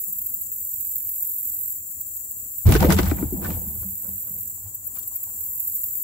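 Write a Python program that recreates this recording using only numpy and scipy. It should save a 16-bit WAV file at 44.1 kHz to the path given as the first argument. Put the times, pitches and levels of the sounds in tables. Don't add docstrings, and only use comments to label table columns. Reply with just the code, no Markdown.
import sys
import numpy as np
from scipy import signal
from scipy.fft import rfft, irfft, next_fast_len
from scipy.io import wavfile
from scipy.ndimage import uniform_filter1d, minimum_filter1d, map_coordinates

SR = 44100
rng = np.random.default_rng(int(sys.argv[2]) if len(sys.argv) > 2 else 0)


def master_out(mix):
    frames = np.transpose(np.atleast_2d(mix))
    ceiling = np.clip(frames, -1, 1)
    pcm = np.round(ceiling * 32767).astype(np.int16)
    wavfile.write(sys.argv[1], SR, pcm)


N = 265923

# (f/Hz, relative level/dB, nominal t60/s)
HULL_MODES = [(45.3, 0.5, 0.33), (61.5, 2, 0.53), (98.8, 2, 0.24), (129.6, -4.5, 0.19), (150, -1.5, 0.37),
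              (190.8, 5, 0.12), (240, 2, 0.045), (294.4, 4, 0.04), (345, 1, 0.045), (432, -7, 0.073),
              (508.4, -4.5, 0.051), (569.6, -5, 0.038), (666, -8, 0.033), (780, -11.5, 0.041),
              (933, -16, 0.054), (1136, -8, 0.022), (1507, -8.5, 0.024), (1780, -11.5, 0.037),
              (2320, -17.5, 0.018)]


def amp(db):
    return 10 ** (np.asarray(db) / 20)


def unit(x):
    return x / np.sqrt(np.mean(x ** 2) + 1e-20)


def along(points, hz):
    f, v = np.transpose(points)
    return np.interp(np.log(hz + 1), np.log(f + 1), v)


def curves(rows):
    s, *cols = np.transpose(rows)
    return [np.interp(np.arange(N) / SR, s, c) for c in cols]


def sides(pan_db):
    return amp(np.array([pan_db / 2, -pan_db / 2]))


def wobble(rate):
    knots = rng.standard_normal(int(N * rate / SR) + 4)
    return map_coordinates(knots, [np.arange(N) * rate / SR])


def filtered(x, response):
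    m = next_fast_len(x.shape[-1] + 8192)
    spectrum = rfft(x, m) * response(np.fft.rfftfreq(m, 1 / SR))
    return irfft(spectrum, m)[..., :x.shape[-1]]


def rush(gain, grain_db=0):
    # (f/Hz, correlation)
    likeness = [(60, 0.9), (130, 0.78), (290, 0.5), (640, 0.037), (1400, 0.00475)]
    pair = rng.standard_normal((2, N)) * amp(grain_db * wobble(700))
    turn = lambda hz: np.arccos(np.clip(along(likeness, hz), -1, 1)) / 2
    mid, side = filtered(pair, lambda hz: gain(hz) * [np.cos(turn(hz)), np.sin(turn(hz))])
    return unit(np.array([mid + side, mid - side]))


def shaped(points):
    return lambda hz: amp(along(points, hz))


def add(out, s, sound):
    part = out[:, round(s * SR):][:, :sound.shape[1]]
    part += sound[:, :part.shape[1]]


def air():
    # (f/Hz, relative level per Hz/dB)
    floor = [(15, -43), (25, -16), (86, 1), (119, -4), (136, -17.5), (211, -9.5), (253, -13.5), (553, -21),
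             (1180, -28.5), (3970, -37), (6000, -35.5), (7800, -51), (13200, -120)]
    # (t/s, level/dB)
    loudness = [(0, -55.5), (1.2, -56.5), (2.6, -54), (6.03, -55.5)]
    level_db, = curves(loudness)
    return amp(level_db + 1.3 * wobble(9)) * rush(shaped(floor))


def crickets():
    # (t/s, level/dB)
    loudness = [(0, -40), (2.69, -40), (3.31, -42), (4.65, -41.5), (5.59, -40)]
    # (f/Hz, relative level per Hz/dB)
    trill = [(3410, -62), (5800, -23.5), (5910, -79), (6430, -16.5), (6650, -6), (7310, 4.5), (7840, 4.5),
             (8500, -7.5), (9000, -40), (11700, -38), (19800, -120)]
    level_db, = curves(loudness)
    flutter_db = 0.84 * wobble(11) + 0.77 * wobble(90)
    return amp(level_db + flutter_db) * sides(0.225)[:, None] * rush(shaped(trill))


def far_katydids():
    # (t/s, level/dB, pan/dB)
    chorus = [(0, -30, 2.5), (.5, -33, 2), (.86, -29.5, 0), (1.65, -29, -0.5), (1.86, -34.5, 3.5),
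              (2.35, -34.5, 5), (2.82, -30.5, 0), (3.06, -34, 2), (3.58, -31, .5), (4.4, -33.5, -1),
              (4.73, -37.5, 5.5), (5.73, -28.5, 1.5), (6.03, -31, 7)]
    # (f/Hz, relative level per Hz/dB)
    far_band = [(5180, -44), (8800, -12), (10300, -6.5), (11800, 3), (12800, 3.5), (14800, 6), (15700, 3.5),
                (16000, -5)]
    level_db, pan_db = curves(chorus)
    left_db = 2.0 * wobble(60) + 0.35 * wobble(3.2)
    right_db = 0.51 * wobble(71) + 0.9 * wobble(36)
    flutter = amp(np.array([left_db, right_db]))
    return amp(level_db) * sides(pan_db) * flutter * rush(shaped(far_band))


def katydid_buzzes():
    # (full from t/s, silent at t/s, strokes per s, change of rate/s^-2, first level/dB, last level/dB)
    buzzes = [(.563, 1.742, 45.45, -1.35, -33, -29.5), (3.309, 4.522, 45.3, -1.5, -38, -32.5),
              (5.391, 6.1, 41.6, 3, -35, -30.5)]
    # (f/Hz, relative level per Hz/dB)
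    wing_band = [(5590, -69.5), (9500, -23), (10000, -13.5), (11000, -3.5), (12300, 2.5), (13400, 6.5),
                 (14300, 5.5), (15200, -5), (16000, -27)]
    # (f/Hz, half width/Hz, boost over the broad colour/dB)
    mirror = [(12800, 150, 3), (13350, 150, 3), (13850, 150, 4), (14630, 150, 4), (15040, 150, 4)]
    rise_s, fall_s = 0.066, 0.013
    strokes, effort = np.zeros((2, N))
    for start, end, rate, change, first_db, last_db in buzzes:
        u = np.arange(N) / SR - start
        on = np.clip(np.minimum(1 + u / rise_s, (end - start - u) / fall_s), 0, 1)
        strokes += (on > 0) * (rate * u + change * u ** 2 / 2)
        effort += on * amp(first_db + (last_db - first_db) * u / (end - start))
    beat = np.exp(2.1 * (np.cos(2 * np.pi * strokes) - 1)) * amp(0.8 * wobble(44))
    near = beat * [[0.95], [2.05]] + [[0.42], [0.25]]

    def wing(f):
        peaks_db = sum(db / (1 + ((f - c) / w) ** 2) for c, w, db in mirror)
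        return amp(along(wing_band, f) + peaks_db)

    return effort * near * rush(wing, grain_db=1.0)


def katydid_ticks():
    # (t/s, approximate peak/dB, centre f/Hz, pan/dB)
    ticks = [(.0044, -23, 15200, -12), (.0388, -17.5, 15100, -7), (0.127, -16.5, 13700, 0),
             (.1855, -18, 14100, -4), (0.218, -17.5, 14800, -1), (0.2635, -15, 14400, -2.5),
             (.341, -13.5, 14900, -2.5), (.415, -19, 13700, -5.5), (0.518, -17.5, 14700, 2),
             (0.7376, -21.5, 14200, -9), (.808, -18, 14800, -3.5), (.958, -12.5, 15700, -0.5),
             (1.091, -22, 13800, 2), (1.225, -14, 14900, -1.5), (2.009, -18.5, 14700, -2),
             (2.166, -20.5, 15100, -4), (2.2394, -28.5, 13800, -2), (2.31, -20, 15300, 5),
             (2.38, -29, 12900, 0), (2.4, -22, 15600, 0), (2.583, -17, 15400, -2.5),
             (2.6743, -19, 14700, -6), (2.7103, -24, 15000, -10), (2.847, -19, 14300, 0),
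             (3.01, -23, 14650, -2), (3.079, -22, 13700, -1), (3.163, -22, 14100, -4),
             (4.748, -20, 13300, 0), (4.8702, -18, 13500, -1), (4.987, -19.5, 13300, -1),
             (5.077, -19, 13500, -2), (5.158, -16, 13600, 1), (5.231, -18, 13580, -2),
             (5.4067, -21, 13200, -6), (5.598, -17, 13610, -5), (5.675, -15.5, 14000, -5),
             (5.754, -20, 14200, -11.5), (5.8371, -13.5, 15300, -3)]
    tick_s = 0.015
    out, t = np.zeros((2, N)), np.arange(SR // 20) / SR
    tail = 0.5 * amp(-60 * t / 0.17)
    stroke = np.clip(t / 0.0038, 0, 1) * (np.clip((tick_s - t) / 0.0028, 0, 1) + tail)
    for s, db, centre_hz, pan_db in ticks:
        band = lambda f: 1 / (1 + (abs(f - centre_hz) / 2300) ** 6)
        teeth = filtered(rng.standard_normal((2, len(t))), band)
        add(out, max(s - 0.004, 0), amp(db) * sides(pan_db)[:, None] * stroke * unit(teeth) / 3)
    return out


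def reel():
    from_s, to_s, turn_s = 4.53, 5.81, 0.308
    mean_db, swing_db = -70, 4
    t = np.arange(N) / SR
    load = np.sin(np.pi * (t - from_s) / turn_s) ** 2
    cranked = (t > from_s) * (t < to_s)
    level = amp(mean_db - swing_db * (0.5 - load) + 2.21 * wobble(13)) * cranked
    return level * rush(lambda f: 1 / (1 + ((f - 970) / 90) ** 2))


def ringing(lo_hz, hi_hz):
    def response(f):
        total = 0
        for k, (c, db, t60) in enumerate(HULL_MODES):
            if lo_hz < c < hi_hz:
                damping = 1j * f * 6 / t60
                total = total + (-1) ** k * amp(db) * damping / (c * c - f * f + damping)
        return total
    return response


def crackle(events, top_db, grain_db, lo_hz, tilt):
    half_octaves, skin_db = 0.69, 9.5
    skin, out, t = np.zeros((2, N)), np.zeros((2, N)), np.arange(SR // 3) / SR
    top = signal.butter(2, [7000, 22000], "band", fs=SR)
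    for s, db, thud_db, pan_db, centre_hz, t60, rise in events:
        edges_hz = centre_hz * 2. ** np.array([-half_octaves, half_octaves])
        crack = signal.butter(2, edges_hz, "band", fs=SR)
        steps = np.repeat(rng.standard_normal(len(t) // 60 + 1), 60)[:len(t)]
        burst = amp(grain_db * steps) * (1 - np.exp(-(t / rise) ** 2))
        thud_noise, crack_noise, top_noise = rng.standard_normal((3, 2, len(t))) * burst
        fall_db = -60 * np.maximum(t - rise, 0) / t60
        gain = amp(db) * sides(pan_db)[:, None]
        thud = thud_noise * amp(fall_db + thud_db + skin_db) * (1 - np.exp(-t / 0.00066))
        add(skin, s, gain * thud)
        snap = signal.lfilter(*crack, crack_noise * amp(2.45 * fall_db))
        edge = signal.lfilter(*top, top_noise * amp(0.63 * fall_db + top_db))
        add(out, s, gain * (snap + edge))
    return out + filtered(skin, lambda f: ringing(lo_hz, 2500)(f) * ((f + 20) / 1000) ** tilt)


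def scuffs():
    # (t/s, crack level/dB, thud share/dB, pan/dB, thud t60/s)
    rubs = [(.045, -64, 18.5, 3, .15), (.287, -69, 17, 9, 0.14), (3.405, -45, 19, 1, 0.14),
            (3.435, -40, 16, 6, 0.096), (3.501, -39, 4, 4, 0.13), (3.64, -67, 16, 3, 0.22),
            (3.821, -45.5, 11, 3, 0.062), (4.03, -56, 18.5, -1, 0.13), (4.165, -57, 9, 4, 0.071),
            (4.252, -58, 15.5, 0, 0.12), (4.652, -51, -3, 5, 0.17), (4.94, -46, 3.5, 1, 0.18),
            (4.965, -47, -1, 5, 0.22), (5.019, -43.5, -6, 6, 0.09), (5.11, -59, 1, 12, 0.32),
            (5.28, -59, 12, 13, 0.097)]
    centre_hz, rise_share = 4270, 0.13
    events = [(*row, centre_hz, t60, rise_share * t60) for *row, t60 in rubs]
    return crackle(events, top_db=-33, grain_db=2, lo_hz=230, tilt=-0.35)


def snaps():
    # (t/s, crack level/dB, thud share/dB, pan/dB, crack centre f/Hz)
    hits = [(2.668, -22.5, -13, 0, 6000), (2.6888, -19.5, 4.5, 8, 2970), (2.7116, -21.5, 3, 9, 6200),
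            (2.721, -14.5, 7.5, -6.5, 3500), (2.7388, -18.5, -5, 4.5, 5000), (2.7509, -18.5, 10, 3.5, 3000),
            (2.7562, -32, -10, -3, 4500), (2.805, -21.5, 4.5, 5.5, 5500), (2.825, -21.5, 13, -3, 3200),
            (2.8376, -26.5, 14.5, -2, 2580), (2.844, -26, 15, 5, 2600), (2.852, -33, -15, 3, 4300),
            (2.8979, -28, 6.5, 8, 3600), (2.9031, -16, 13, 2, 4500), (2.92, -32, 9, 7, 6600),
            (2.9223, -8.5, 1, -2.5, 4500), (2.94, -26, -13.5, 3, 4500), (2.944, -24, -16.5, 11, 5200),
            (2.965, -25, -2.5, 3, 3000), (2.9873, -16.5, 13.5, 3, 3250), (2.994, -33, 0, 2, 2800),
            (3.03, -25.5, 1, 12, 4230), (3.057, -28, 6, 6, 6100), (3.0646, -32, 16, 4, 2600),
            (3.0847, -37.5, -4, 10, 4600), (3.1116, -32.5, 17.5, 9, 2600), (3.122, -37, -4, 7, 5300),
            (3.168, -43, 12, 6, 2600), (3.1826, -46.5, 20, 9, 2590), (3.2243, -45, 21, 0, 2600),
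            (3.448, -39, 11, -1, 4800), (3.453, -38.5, 20, 4, 3000), (3.5022, -32.5, 7, -11, 2800),
            (3.826, -69, 1, -1, 2630), (4.9696, -41.5, 6.5, 10, 3500), (5.029, -55, -8, 2, 4030),
            (5.131, -45.5, -12, 10, 5700)]
    t60_s, rise_s = 0.031, 0.00066
    events = [(*row, t60_s, rise_s) for row in hits]
    return crackle(events, top_db=-5.5, grain_db=2.5, lo_hz=550, tilt=0.33)


def flexing():
    # (t/s, f/Hz, level/dB)
    bends = [(2.645, 81.15, -82), (2.655, 81.2, -19.5), (2.685, 78.4, -8), (2.721, 57.2, -16.5),
             (2.76, 56.8, -13.5), (2.799, 75.26, -18), (2.94, 79.9, -21.5), (3, 66.6, -22.5),
             (3.066, 81.4, -23.5), (3.157, 69.6, -26.5), (3.3, 66.7, -33.5), (3.45, 80, -36.5),
             (3.545, 80, -30.5), (3.62, 79.5, -35.5), (3.8, 79.9, -43.5), (3.86, 80.3, -41),
             (3.939, 79.8, -45), (4, 89.2, -74), (4.086, 91, -42), (4.155, 92.4, -47.5), (4.25, 92.4, -72),
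             (4.36, 93.4, -47.5), (4.42, 94, -50), (4.546, 93.3, -59), (4.658, 96.1, -47), (4.8, 96.1, -60),
             (5.05, 91.8, -65), (5.3, 92.1, -55.5), (6.03, 90.1, -65)]
    pitch_hz, level_db = curves(bends)
    moving = np.arange(N) / SR > bends[0][0]
    turn = 2 * np.pi * np.cumsum(pitch_hz) / SR + 0.98 * wobble(25)
    drift = 0.52 * np.array([wobble(60), wobble(7.6)])
    tone = np.sqrt(2) * np.sin(turn + np.array([[0.15], [-0.15]]) + drift)
    rumble = 0.73 * rush(ringing(20, 135))
    return moving * amp(level_db + 2.5 * wobble(22.104)) * unit(tone + rumble)


def grinding():
    # (t/s, panel rattle level before the port mix/dB, grit level/dB)
    slide = [(2.65, -70, -77), (2.664, -25, -46), (2.675, -37, -31.5), (2.71, -22.5, -29),
             (2.765, -33, -28), (2.785, -39, -39.5), (2.812, -29, -30), (2.83, -19, -29),
             (2.86, -25, -36.5), (2.885, -27, -41), (2.915, -15.5, -22.5), (2.96, -35, -43.5),
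             (2.99, -18.5, -26), (3.02, -32, -40.5), (3.08, -29, -40), (3.12, -44.5, -45.5),
             (3.16, -34, -54), (3.24, -34, -53), (3.286, -45, -83), (3.4, -34, -66), (3.45, -33, -40.5),
             (3.49, -31.5, -46.5), (3.55, -35, -51), (3.58, -41, -66), (3.68, -43.5, -67),
             (3.8, -49.5, -75), (3.97, -61, -68), (4.1, -50.5, -67.5), (4.22, -75, -65.5),
             (4.33, -58.5, -68), (4.55, -69, -80), (5.2, -77, -65), (5.35, -58.5, -73), (5.55, -68, -71.5),
             (6.03, -63, -67.5)]
    # (f/Hz, relative level per Hz/dB)
    grit_band = [(350, -36), (600, -3), (711, 5), (949, 2.5), (1110, 0.5), (1490, -1.5), (2420, -3),
                 (6500, -11), (8450, -42), (14300, -120)]
    onset = (slide[0][0] - 0.004, -120, -120)
    panel_db, grit_db = curves([onset] + list(slide))
    panels = amp(panel_db + 2.66 * wobble(45)) * rush(ringing(135, 1000))
    panels = 0.69 * (panels + 0.49 * panels.mean(0))
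    grit = amp(grit_db + 1.8 * wobble(90)) * rush(shaped(grit_band), grain_db=3)
    return panels + grit


def knocks():
    # (t/s, peak before pan/dB, favoured f/Hz, pan/dB)
    strikes = [(0.07, -50, 202, 3), (0.302, -55.5, 240, -3), (2.655, -5, 114, -5.5), (2.661, -15, 193, 1),
               (2.667, -23.5, 412, -1), (2.685, -21, 200, 5), (2.693, -23.5, 700, 2),
               (2.709, -13.5, 195, 1), (2.727, -19, 210, -2), (2.791, -15.5, 174, -3),
               (2.876, -19, 189, -2), (2.95, -18, 200, 5), (2.684, -15.5, 328, -6), (2.705, -14, 310, 4),
               (2.749, -21, 1450, 7), (2.751, -7, 399, 2.5), (2.804, -22.5, 885, 0), (2.824, -15, 800, 4),
               (2.827, -17, 560, 0), (2.837, -18, 543, 1), (2.845, -8.5, 270, 4), (2.853, -17, 523, 3),
               (2.862, -23, 510, 0), (2.883, -23, 500, 4), (2.902, -20.5, 1500, 11), (2.908, -20, 780, 7),
               (2.916, -27, 796, 6), (2.925, -21.5, 430, 3), (2.989, -10, 323, 2.5), (3.021, -17, 178, 3),
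               (3.049, -37, 795, 4), (3.111, -30, 770, -4), (3.116, -11.5, 300, 2), (3.184, -37.5, 880, -1),
               (3.186, -26.5, 196.6, 0), (3.209, -24.5, 252, 7), (3.2264, -14, 287, 5.5),
               (3.324, -19, 292, 4), (3.339, -23, 256, 0), (3.372, -26, 192.5, -1), (3.444, -28, 1270, 5),
               (3.447, -28, 1750, 13), (3.452, -35, 1450, 1), (3.459, -33, 1150, 9), (3.531, -32.5, 263, 3),
               (3.657, -33.5, 201, 2), (3.847, -33, 193.6, 2.5), (4.05, -50, 597, 2), (4.076, -37, 190, 1),
               (4.262, -57, 605, 9), (4.289, -42.5, 181, 1), (4.575, -57, 960, 7), (4.655, -52.5, 930, 5),
               (4.951, -50, 910, 3), (5.113, -53, 973, 10), (5.265, -53.5, 940, 9)]
    ring_share, ring_gain_per_db = 0.094, 0.07
    rise_s, rise_hz = 0.0055, 300
    choice_db = 85
    out, t = np.zeros((2, N)), np.arange(SR // 2) / SR
    hz, level, t60 = np.transpose(HULL_MODES)[:, :, None]
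    for s, db, pitch_hz, pan_db in strikes:
        share = ring_share - ring_gain_per_db * db
        rise = rise_s * np.sqrt(rise_hz / pitch_hz)
        near_db = -choice_db * np.log2(hz / pitch_hz) ** 2
        decay = amp(level + near_db - 60 * t / (share * t60))
        modes = decay * np.sin(2 * np.pi * hz * t) * (1 - np.exp(-(t / rise) ** 2))
        strengths = amp(rng.normal(0, 2.9, len(hz)) + rng.normal(0, 4.8, (2, len(hz))))
        ring = strengths @ modes
        add(out, s, amp(db) * sides(pan_db)[:, None] * ring / np.abs(ring).max())
    return out


def echo(x):
    # (f/Hz, t60/s)
    bank = [(100, 0.24), (1000, 0.079), (12000, 0.084)]
    hz, t, z = signal.stft(rng.standard_normal((2, SR // 3)), SR, nperseg=256)
    fading = z * amp(-60 * t / along(bank, hz)[:, None])
    tail = signal.istft(fading, SR, nperseg=256)[1]
    return signal.fftconvolve(x, tail / np.linalg.norm(tail[0]), axes=1)[:, :N]


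def scene():
    struck = knocks()
    bits = snaps() + scuffs()
    contact = flexing() + grinding() + struck + bits + echo(amp(-18) * struck + amp(-8) * bits)
    insects = far_katydids() + katydid_buzzes() + katydid_ticks() + crickets()
    return air() + insects + reel() + contact


def record(dry):
    top_hz, ceiling = 15750, 0.87
    thin = filtered(dry, lambda hz: 1 / np.sqrt(1 + (36 / (hz + 1)) ** 4))
    need = np.minimum(1, ceiling / (np.abs(thin).max(0) + 1e-9))
    held = thin * uniform_filter1d(minimum_filter1d(need, size=600), size=300)
    return filtered(held, lambda hz: hz < top_hz)


dry = scene()
out = record(dry)
master_out(out)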